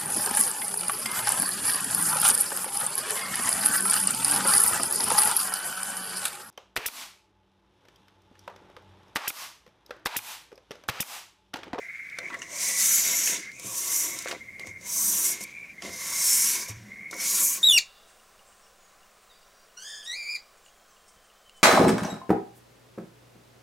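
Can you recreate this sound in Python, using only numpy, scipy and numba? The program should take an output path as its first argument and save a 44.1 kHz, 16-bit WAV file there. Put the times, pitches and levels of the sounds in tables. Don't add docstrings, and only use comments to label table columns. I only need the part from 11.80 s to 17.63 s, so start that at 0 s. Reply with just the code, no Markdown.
import sys
import numpy as np
from scipy import signal
from scipy.fft import rfft, irfft
from scipy.io import wavfile
from scipy.ndimage import uniform_filter1d
from numba import njit

SR = 44100
rng = np.random.default_rng(int(sys.argv[2]) if len(sys.argv) > 2 else 0)


def transcribe(signal):
    frames = np.atleast_2d(signal).T
    limited = np.clip(frames, -1, 1)
    pcm = np.round(limited * 32767).astype(np.int16)
    wavfile.write(sys.argv[1], SR, pcm)


N = 257103
T = np.arange(N) / SR


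def undb(db):
    return 10 ** (np.asarray(db) / 20)


def level(x, db):
    return x * undb(db) / np.sqrt(np.mean(x ** 2))


@njit
def moving_bandpass(x, g, k):
    y, b, l = np.empty(len(x)), 0., 0.
    for i in range(len(x)):
        v = (b + g[i] * (x[i] - l)) / (1 + g[i] * (g[i] + k[i]))
        b, l, y[i] = 2 * v - b, l + 2 * g[i] * v, k[i] * v
    return y


def band(x, hz, width):
    hz = np.clip(hz, 30, .45 * SR)
    g = np.tan(np.pi * hz / SR) + np.zeros(len(x))
    k = width / hz + np.zeros(len(x))
    once = moving_bandpass(x + 1e-18, g, k)
    return moving_bandpass(once, g, k)


def curves(table):
    s, *columns = np.vstack(table).T
    return [np.interp(T, s, column) for column in columns]


def walk(rate):
    k = int(1000 / rate)
    held = np.repeat(rng.standard_normal(int(1000 * T[-1]) // k + 2), k)
    smooth = uniform_filter1d(uniform_filter1d(held, k), k)
    return np.interp(1000 * T, np.arange(len(held)), 1.3 * smooth)


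def add(out, s, x):
    i = int(s * SR)
    out[i:i + len(x)] += x[:N - i]


ROOM_DB, HISS_DB = -59, -64
# (frequency [Hz], relative density [dB per Hz])
HUM_SPECTRUM = [(18, -47), (30, -9), (178, 3.5), (233, -1), (273, -1.5), (714, -10.5), (785, -7.5),
                (876, -31), (994, -14), (1300, -19), (1690, -55), (2860, -120)]


def room():
    f = np.fft.rfftfreq(N, 1 / SR)
    hz, db = np.transpose(HUM_SPECTRUM)
    shape = undb(np.interp(np.log(f + 1), np.log(hz), db))
    hum = irfft(rfft(rng.standard_normal(N)) * shape, N)
    hiss = rng.standard_normal(N) + level(band(rng.standard_normal(N), 7300, 11000), -1.1)
    return level(hum, ROOM_DB) * undb(2.1 * walk(3.07)) + level(hiss, HISS_DB)


# (time [s], level before flutter [dB])
DEEP_FROG_LEVEL = [(0, -52), (.5, -51.5), (1, -78), (1.7, -46), (1.75, -71), (3.1, -60), (3.4, -60),
                   (3.7, -63.5), (4.2, -56.5), (4.8, -47), (5, -60), (5.4, -62), (5.83, -52)]


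def deep_frog(flutter):
    blur = band(band(rng.standard_normal(N) * flutter, 1800, 1160), 1800, 1160)
    return level(blur, 0) * undb(curves(DEEP_FROG_LEVEL)[0])


SWELL_S, FADE_S = 0.059, 0.013
# (start [s], end [s],
# first level [dB], middle level [dB], last level [dB], first pitch [Hz], last pitch [Hz])
CHORUS_PHRASES = [(-.1, 0.485, -43, -40.5, -39, 2100, 2194), (0.495, 0.55, -40, -38, -32, 2000, 1980),
                  (0.55, 1.058, -45.5, -46.5, -41.5, 2090, 1970),
                  (0.708, 1.715, -43, -40.5, -44, 2220, 2160), (1.723, 1.945, -39, -53, -55, 2310, 2390),
                  (1.993, 2.561, -52, -45, -46.5, 2060, 2165), (2.55, 3.065, -54, -44, -51.5, 2110, 2160),
                  (3.047, 3.292, -55, -51, -53, 2170, 2170), (3.316, 3.927, -57, -44.5, -44, 2180, 2336),
                  (3.91, 4.924, -53.5, -41, -45, 2060, 2255), (4.92, 5.04, -40, -57, -61, 2270, 2170),
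                  (5.036, 5.777, -49, -42.5, -47, 2045, 2360)]


def chorus(flutter):
    out = np.zeros(N)
    for start, end, *db, first_hz, last_hz in CHORUS_PHRASES:
        on = (T > start) & (T < end + FADE_S)
        t, pipes = T[on], (rng.standard_normal(N) * flutter)[on]
        hz = np.interp(t, [start, end], [first_hz, last_hz])
        db = np.interp(t, [start, (start + end) / 2, end], db)
        gate = np.clip(np.minimum((t - start) / SWELL_S, (end - t) / FADE_S + 1), 0, 1)
        whistles = band(band(pipes, hz, 470), hz, 470)
        out[on] += level(whistles, 0) * undb(db) * gate
    return out


NOTE_S, LOW_NOTE_S = .0745, .034
LOW_VOICE_HZ, NOTE_SCATTER_DB = 2045, 1
# (first note [s], last note [s],
# first level before scatter [dB], last level before scatter [dB], first pitch [Hz], last pitch [Hz])
NEAR_TRILLS = [(.151, .449, -43, -47, 2170, 2100), (.783, .85, -42, -49, 2180, 2220),
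               (.857, .992, -35, -39, 2015, 1980), (1.108, 1.332, -37, -32, 2160, 2120),
               (1.585, 1.67, -50, -36, 2010, 2107), (2.025, 2.0995, -43, -38, 2100, 2094),
               (2.243, 2.318, -51, -36, 2230, 2190), (2.607, 2.905, -36.5, -35.5, 2114, 2111),
               (2.98, 3.054, -52, -43, 2050, 2130), (3.452, 3.601, -37.5, -39, 2140, 2130),
               (3.98, 4.352, -38.5, -38, 2105, 2122), (5.115, 5.468, -38.5, -37, 2146, 2243)]


def near_frogs():
    near, t = np.zeros(N), T[:int(.08 * SR)]
    shape = np.e * t / .0065 * np.exp(-t / .0065)
    for first, last in np.reshape(NEAR_TRILLS, (-1, 3, 2)).transpose(0, 2, 1):
        gap_s = LOW_NOTE_S if first[2] < LOW_VOICE_HZ else NOTE_S
        count = 1 + round((last[0] - first[0]) / gap_s)
        for s, db, hz in np.linspace(first, last, count):
            db = db + NOTE_SCATTER_DB * rng.standard_normal()
            add(near, s, undb(db) * shape * np.sin(2 * np.pi * hz * t))
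    t = T[:int(.3 * SR)]
    tail = rng.standard_normal(len(t)) * np.exp(-t / 0.14) * (t > .012)
    echoes = signal.fftconvolve(near, tail / np.sqrt(np.sum(tail ** 2)))[:N]
    return near + undb(-7.0) * echoes


def frogs():
    flutter = undb(1.95 * walk(90))
    return near_frogs() + chorus(flutter) + deep_frog(flutter)


# (time [s], level before the envelope [dB], upper mode [Hz])
SHELF_THUDS = [(1.849, -41.5, 117), (2.877, -42.5, 96), (4.086, -46.5, 90), (4.893, -31, 106),
               (4.965, -34.5, 110.7), (5.019, -55, 206)]


def thuds():
    out, t = np.zeros(N), T[:int(.3 * SR)]
    for s, db, hz in SHELF_THUDS:
        modes = np.sin(2 * np.pi * hz * t) + 0.32 * np.sin(2 * np.pi * 0.87 * hz * t)
        envelope = (1 - np.exp(-t / 0.006)) ** 2 * np.exp(-t / 0.043)
        add(out, s, undb(db) * modes * envelope)
    return out


SNAP_S, RISE_S, RUSTLE_DB = 0.00044, 0.00085, 1
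REACH_DB = 36
# (frequency [Hz], nominal width [Hz], relative level [dB])
SHELF_MODES = [(201.4, 5.6, -6), (310, 56, -3.5), (386, 47, -4.5), (505, 13, -7), (545, 14, -9.5),
               (588, 30, -4.5), (675, 35, -5), (786, 27, -9.5), (984, 64, -5.5), (1080, 64, -2.5),
               (1480, 290, -13), (1820, 410, -9.5), (2590, 1000, -6.5), (3740, 400, -10)]
# (time [s], tick peak [dB], knock peak [dB],
# crack peak [dB], tick centre [Hz], knock centre [Hz], crack centre [Hz], rustle decay [s],
# damping by the hand [factor on the mode widths])
TOUCHES = [(0.299, -39, -69, -41, 3660, 336, 3000, .002, 1.1),
           (0.372, -45, -59, -40, 3000, 1140, 1790, 0.0036, 1.1),
           (0.3867, -25.5, -34, -26, 4600, 525, 1730, 0.0026, 0.72),
           (0.501, -48, -42, -32.5, 3000, 1125, 1500, 0.0068, 1.1),
           (0.5288, -42, -45, -36, 3800, 1120, 1900, .005, 1.1),
           (0.5416, -39, -45, -30, 6700, 565, 1520, 0.0058, 0.97),
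           (0.569, -58, -40, -54, 6200, 710, 2000, .003, 0.72),
           (0.59, -36, -66, -55, 6530, 775, 2000, 0.0085, 0.31),
           (0.6185, -28.5, -28.5, -29.5, 6200, 1900, 2810, 0.002, 0.17),
           (.628, -38, -60, -38, 6000, 900, 2900, 0.0027, 0.27),
           (1.474, -16, -46, -17.5, 6400, 1030, 2280, 0.0031, 1.9),
           (1.487, -30, -44, -34, 6250, 1040, 2300, .005, 1.9),
           (1.717, -38, -73, -55, 4810, 301, 2000, 0.0027, 1.1),
           (1.7968, -27.5, -47, -49, 6100, 495, 1970, 0.0025, 1.1),
           (1.846, -55, -36, -55, 6000, 326, 2000, .003, 1.7),
           (2.388, -19, -50, -47, 6440, 926, 3800, 0.003, 1.1),
           (2.423, -27.5, -60, -50, 7100, 900, 2000, .003, 1.1),
           (2.447, -27, -55, -49, 6040, 900, 3300, .003, 1.1),
           (2.4585, -44, -25, -23.5, 6670, 594, 1420, .001, 2),
           (2.4672, -42, -50, -31, 4000, 605, 2000, .003, 1.9),
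           (2.4746, -29, -43, -22, 4200, 1030, 1860, 0.0019, 2.2),
           (2.4843, -25, -51, -27, 5540, 412, 2180, .003, 1.9),
           (2.5114, -25.5, -30, -26, 3930, 450, 1820, 0.0068, 3.9),
           (2.5264, -27, -25, -27, 5600, 790, 1100, 0.0015, 1.2),
           (2.5372, -51, -35, -46, 3900, 380, 1100, 0.0033, 2),
           (2.549, -48, -34, -39, 3900, 480, 1100, .003, 4.4),
           (2.564, -55, -37, -58, 3900, 330, 2000, .003, 0.75),
           (2.7957, -28.5, -38.5, -39, 6350, 760, 3200, 0.0023, 3.5),
           (2.8469, -53, -40, -47, 5670, 511, 1200, .003, 2.5),
           (2.87, -36, -41.5, -50, 6300, 482, 3000, 0.0037, 2.3),
           (3.0114, -40, -48, -58, 6280, 490, 2000, .003, 0.53),
           (3.609, -37, -38.5, -40, 6020, 548, 2000, 0.0028, 2.2),
           (3.637, -23, -53, -43, 7960, 548, 3750, .004, 1.5),
           (4.022, -27, -36.5, -31.5, 5200, 770, 1980, 0.0028, 0.76),
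           (4.0536, -45, -47, -42, 6080, 603, 2000, .003, 1.3),
           (4.092, -47, -36, -32, 7820, 360, 1970, 0.0023, 1.1),
           (5.311, -28.5, -44, -43, 6860, 522, 4000, 0.0035, 1.1),
           (5.3286, -40, -35, -30, 5330, 730, 1340, 0.0062, 1.8),
           (5.341, -30, -47, -46, 6500, 1140, 2000, .003, 1.4),
           (5.366, -34, -65, -60, 12000, 700, 2000, .002, 1.1)]


def taps():
    out, t = np.zeros(N), T[:int(.2 * SR)]
    for s, tick_db, knock_db, crack_db, tick_hz, knock_hz, crack_hz, rustle_s, damping in TOUCHES:
        noise, detune = rng.standard_normal((2, len(t))), rng.standard_normal(len(SHELF_MODES))
        snap = np.exp(-t / SNAP_S)
        rustle = undb(RUSTLE_DB) * np.exp(-t / rustle_s) * (1 - np.exp(-t / RISE_S))
        loose = np.clip(2 * damping, .1, 1) ** 2
        tick = band(noise[0] * (snap + rustle), tick_hz, 1.3 * tick_hz * loose)
        crack = band(snap + noise[1] * rustle, crack_hz, 0.88 * crack_hz * loose)
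        knock = np.zeros(len(t))
        for (hz, width, db), d in zip(SHELF_MODES, detune):
            gain = undb(db - REACH_DB * np.log2(hz / knock_hz) ** 2)
            ring = np.sin(2 * np.pi * hz * (1 + 0.0029 * d) * t)
            knock += gain * ring * np.exp(-np.pi * damping * width * t)
        knock = band(knock, knock_hz, 2 * knock_hz)
        for x, db in ((tick, tick_db), (crack, crack_db), (knock, knock_db)):
            add(out, s, x * undb(db) / np.abs(x).max())
    return out


BRUSH_RISE = 0.24
# (time [s], length [s],
# peak drive of paper [dB], scuff [dB], boards [dB], boom [dB])
LIGHT_TOUCHES = [(0.39, 0.18, -61, -68, -55.5, -62), (0.481, 0.21, -77, -75, -57.5, -51),
                 (0.61, 0.05, -48, -59, -67, -66), (1.454, 0.17, -39, -41.5, -55.5, -59),
                 (1.83, 0.12, -53, -69, -57, -43), (2.467, 0.1, -43, -46, -47, -52),
                 (2.785, 0.11, -54, -60, -59, -73), (2.839, 0.13, -49.5, -56, -60.5, -58),
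                 (3.597, 0.054, -40.5, -57, -66, -52), (3.621, 0.034, -40, -55, -60, -42),
                 (4.003, 0.19, -66, -63, -51.5, -45), (4.87, 0.079, -41.5, -64, -56, -46),
                 (4.894, 0.7, -73, -71, -74, -44.5), (5.309, 0.087, -65, -79, -51.5, -53)]


def brushes():
    out = np.zeros((4, N))
    for s, length, *db in LIGHT_TOUCHES:
        swell = np.interp(T, [s, s + BRUSH_RISE * length, s + length], [0, 1, 0]) ** 2
        out += undb(db)[:, None] * swell
    return out


def grit(scatter_db, patchy_db):
    patches = walk(120) + 1.8 * walk(25)
    return undb(scatter_db * rng.exponential(size=N) + patchy_db * patches)


def slips(size, hz, width, db):
    return level(band(size * rng.standard_normal(N), hz, width), db)


# (mean delay [ms], level [dB])
REFLECTIONS = [(1.302, -10), (2.3, -9), (3.9, -11)]


def bounced(x):
    out = x
    for ms, db in REFLECTIONS:
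        delay_s = ms / 1000 * (1 + .06 * walk(4))
        out = out + undb(db) * np.interp(T - delay_s, T, x)
    return out


FULL_DB, GRIP_DB = -26.5, -36.5
DULL, DRIVE = 0.45, 0.74
# (time [s], paper hiss drive [dB], scuff drive [dB], coarse rasp against the hiss [dB])
STROKE_MOVES = [
    [(0, -54.5, -60, -2), (.1, -66.5, -63, 0), (.33, -66, -65, 2)],
    [(.44, -59.5, -59.5, -4), (.66, -49.5, -57, -11), (.76, -35, -49, -11), (.83, -27, -43.5, -7.5),
     (.96, -29, -47.5, -4), (1.01, -24.5, -41, -3.5), (1.06, -23.5, -39.5, -10), (1.105, -25, -37.5, -12),
     (1.15, -20, -36.5, -8), (1.24, -24.5, -37.5, -4), (1.33, -25, -37.5, -12), (1.388, -26, -37.5, -16),
     (1.42, -25, -41, -12), (1.455, -22, -42.5, -8), (1.53, -25, -45.5, -17), (1.56, -32.5, -46.5, -8),
     (1.692, -57.5, -61, 6)],
    [(1.75, -52, -63, -10), (1.842, -39, -50.5, -16), (1.938, -33.5, -49.5, -19), (2.08, -29.5, -44.5, -5),
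     (2.2, -26.5, -45, -20), (2.35, -36.5, -49, -15), (2.52, -53, -48, -5), (2.68, -66, -65.5, 1)],
    [(2.95, -72, -80, -4), (3.074, -36, -48.5, -9), (3.136, -30, -51, -9), (3.25, -28, -45.5, -9),
     (3.42, -28.5, -43, -16), (3.46, -25.5, -41, -6), (3.52, -29, -46, -9), (3.555, -42, -47, -6),
     (3.586, -45, -52, -7), (3.67, -54, -58.5, -9), (3.94, -68.5, -67.5, 6)],
    [(4.005, -62, -59, -10), (4.03, -48, -51.5, 5), (4.2, -38, -48, -3.5), (4.456, -24.5, -41, -5.5),
     (4.56, -23.5, -42, -12), (4.7, -28, -41, -6), (4.82, -37, -52.5, 2), (4.9, -49, -55, -1),
     (5.04, -65, -72, 1)],
    [(5.29, -72, -69, -4), (5.315, -49, -69.5, -8), (5.372, -43.5, -54, -7), (5.408, -32.5, -41, -4),
     (5.52, -26, -42.5, -3), (5.59, -23.5, -39.5, -8), (5.645, -20.5, -47, -16), (5.74, -25.5, -45.5, -11),
     (5.785, -35.5, -46, -2), (5.8, -41, -64, -2), (5.83, -40, -62, -6)],
]
# (time [s], brightness at a full stroke [dB],
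# cupped paper resonance [Hz], its width [Hz], shift of the paper's rings [semitones],
# paper rings above 10 kHz [dB], drag in the boards [dB], hollow ring [dB], deep ring [dB],
# boom [dB], paper's lowest ring above the rasp [dB])
SHELF_PLACES = [(.8, -6.5, 6200, 2180, -0.15, -5, -54.5, -53, -56, -58, -4),
                (1.0, -5.5, 6300, 2220, -0.22, -3, -57, -53, -64, -53, -5),
                (1.17, -14, 6940, 1500, 0.16, 4.5, -56, -59, -55, -53.5, 1),
                (1.33, -16.5, 6800, 1810, -0.087, 6.5, -54, -52, -50.5, -48, 4.5),
                (1.5, -14.5, 6500, 1510, -0.14, -0.5, -64, -61, -53.5, -51, -1.5),
                (1.9, -2.5, 6480, 2200, -0.08, -3, -60, -50, -57.5, -72, -4.5),
                (2.3, -4.5, 6560, 2200, 0.021, -1.5, -57, -50, -54.5, -71, 1.5),
                (3.1, -5, 6450, 2200, 0.6, -1.5, -61, -50.5, -67, -54.5, 1.5),
                (3.3, -0.5, 6700, 2220, 0.35, -2.5, -59, -50.5, -52.5, -46, 0.5),
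                (3.5, -1, 6540, 2210, -0.39, -2.5, -61.5, -55, -51, -55, 0),
                (4.2, -3, 6400, 1810, -0.14, -0.5, -56, -48, -65, -60, 0),
                (4.45, -4, 6400, 1810, -0.42, -4, -58, -48, -63, -60, 2),
                (4.7, -3.5, 6400, 1810, -0.26, 1, -63.5, -48, -53, -51, 2.5),
                (5.4, -6.5, 6430, 1500, -.6, 1.5, -54, -52, -58, -59, 6.5),
                (5.53, -5.5, 6660, 1100, -.4, -1, -55.5, -45, -53, -54, -3),
                (5.64, -7, 6530, 905, -0.093, -2, -55, -46, -54, -48, -4.5),
                (5.76, -6.5, 6740, 1500, 0.59, 0, -62, -52.5, -59, -50, -2)]
# (centre before shift [Hz], width [Hz], relative level [dB])
PAPER_RINGS = [(5390, 3400, -5), (5806, 620, -7.5), (7690, 1500, -4.5), (8530, 1100, -8),
               (9400, 1830, -3.5), (10470, 1100, -5.5), (11480, 2050, -2), (12940, 3500, -2),
               (14850, 5300, -9)]


def sanding():
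    stroke_db, scuff_db, rasp_db = curves(STROKE_MOVES)
    (bright_db, cup_hz, cup_width, shift, upper_db,
     drag_db, hollow_db, deep_db, boom_db, edge_db) = curves(SHELF_PLACES)
    brush_paper, brush_scuff, brush_boards, brush_boom = brushes()
    hiss = undb(stroke_db) + brush_paper
    scuff = undb(scuff_db) + brush_scuff
    lost_db = FULL_DB - 20 * np.log10(hiss)
    bright_db = bright_db - DULL * lost_db
    slack = undb(-DRIVE * np.maximum(GRIP_DB - stroke_db, 0))

    size = grit(2.0, 0.63)
    paper = slips(size, cup_hz, cup_width, -4.0) * hiss
    for hz, width, db in PAPER_RINGS:
        if hz < 5400:
            tilt_db = rasp_db
        else:
            tilt_db = bright_db * np.clip(hz / 7000 - .6, 0, 1)
            tilt_db = tilt_db + upper_db * (hz > 10000) + edge_db * (hz < 6500)
        ring_hz = hz * 2 ** (shift / 12 + 0.017 * walk(5.09))
        paper = paper + slips(size, ring_hz, width, db) * hiss * undb(tilt_db + 1.1 * walk(9))
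    out = undb(-1.1) * bounced(paper)

    size = grit(2.04, 1.5)
    out = out + slips(size, 2670, 5300, -2.5) * scuff

    size = grit(1.5, .8)
    boom = undb(boom_db) * slack + brush_boom
    deep = undb(deep_db) * slack + undb(5) * brush_boards
    drag = undb(drag_db) * slack + brush_boards
    hollow = undb(hollow_db) * slack + brush_boards
    drives = (boom, deep, drag, hollow, scuff)
    for hz, width, db in SHELF_MODES:
        region = np.searchsorted([250, 450, 900, 1200], hz)
        ring = slips(size, hz, 1.56 * width + 40, db)
        out = out + ring * drives[region] * undb(2.4 * walk(12))
    return out


def scene():
    close = sanding() + taps() + thuds()
    t = T[:int(.2 * SR)]
    walls = band(rng.standard_normal(len(t)), 1210, 5500) * np.exp(-t / 0.017) * (t > .004)
    wet = signal.fftconvolve(close, walls / np.sqrt(np.sum(walls ** 2)))[:N]
    return np.tile(close + undb(-15.5) * wet + frogs() + room(), (2, 1))


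TOP_HZ = 15800


def record(dry):
    lowpass = signal.ellip(12, .3, 90, TOP_HZ, fs=SR, output="sos")
    return signal.sosfilt(lowpass, dry)


dry = scene()
out = record(dry)
transcribe(out)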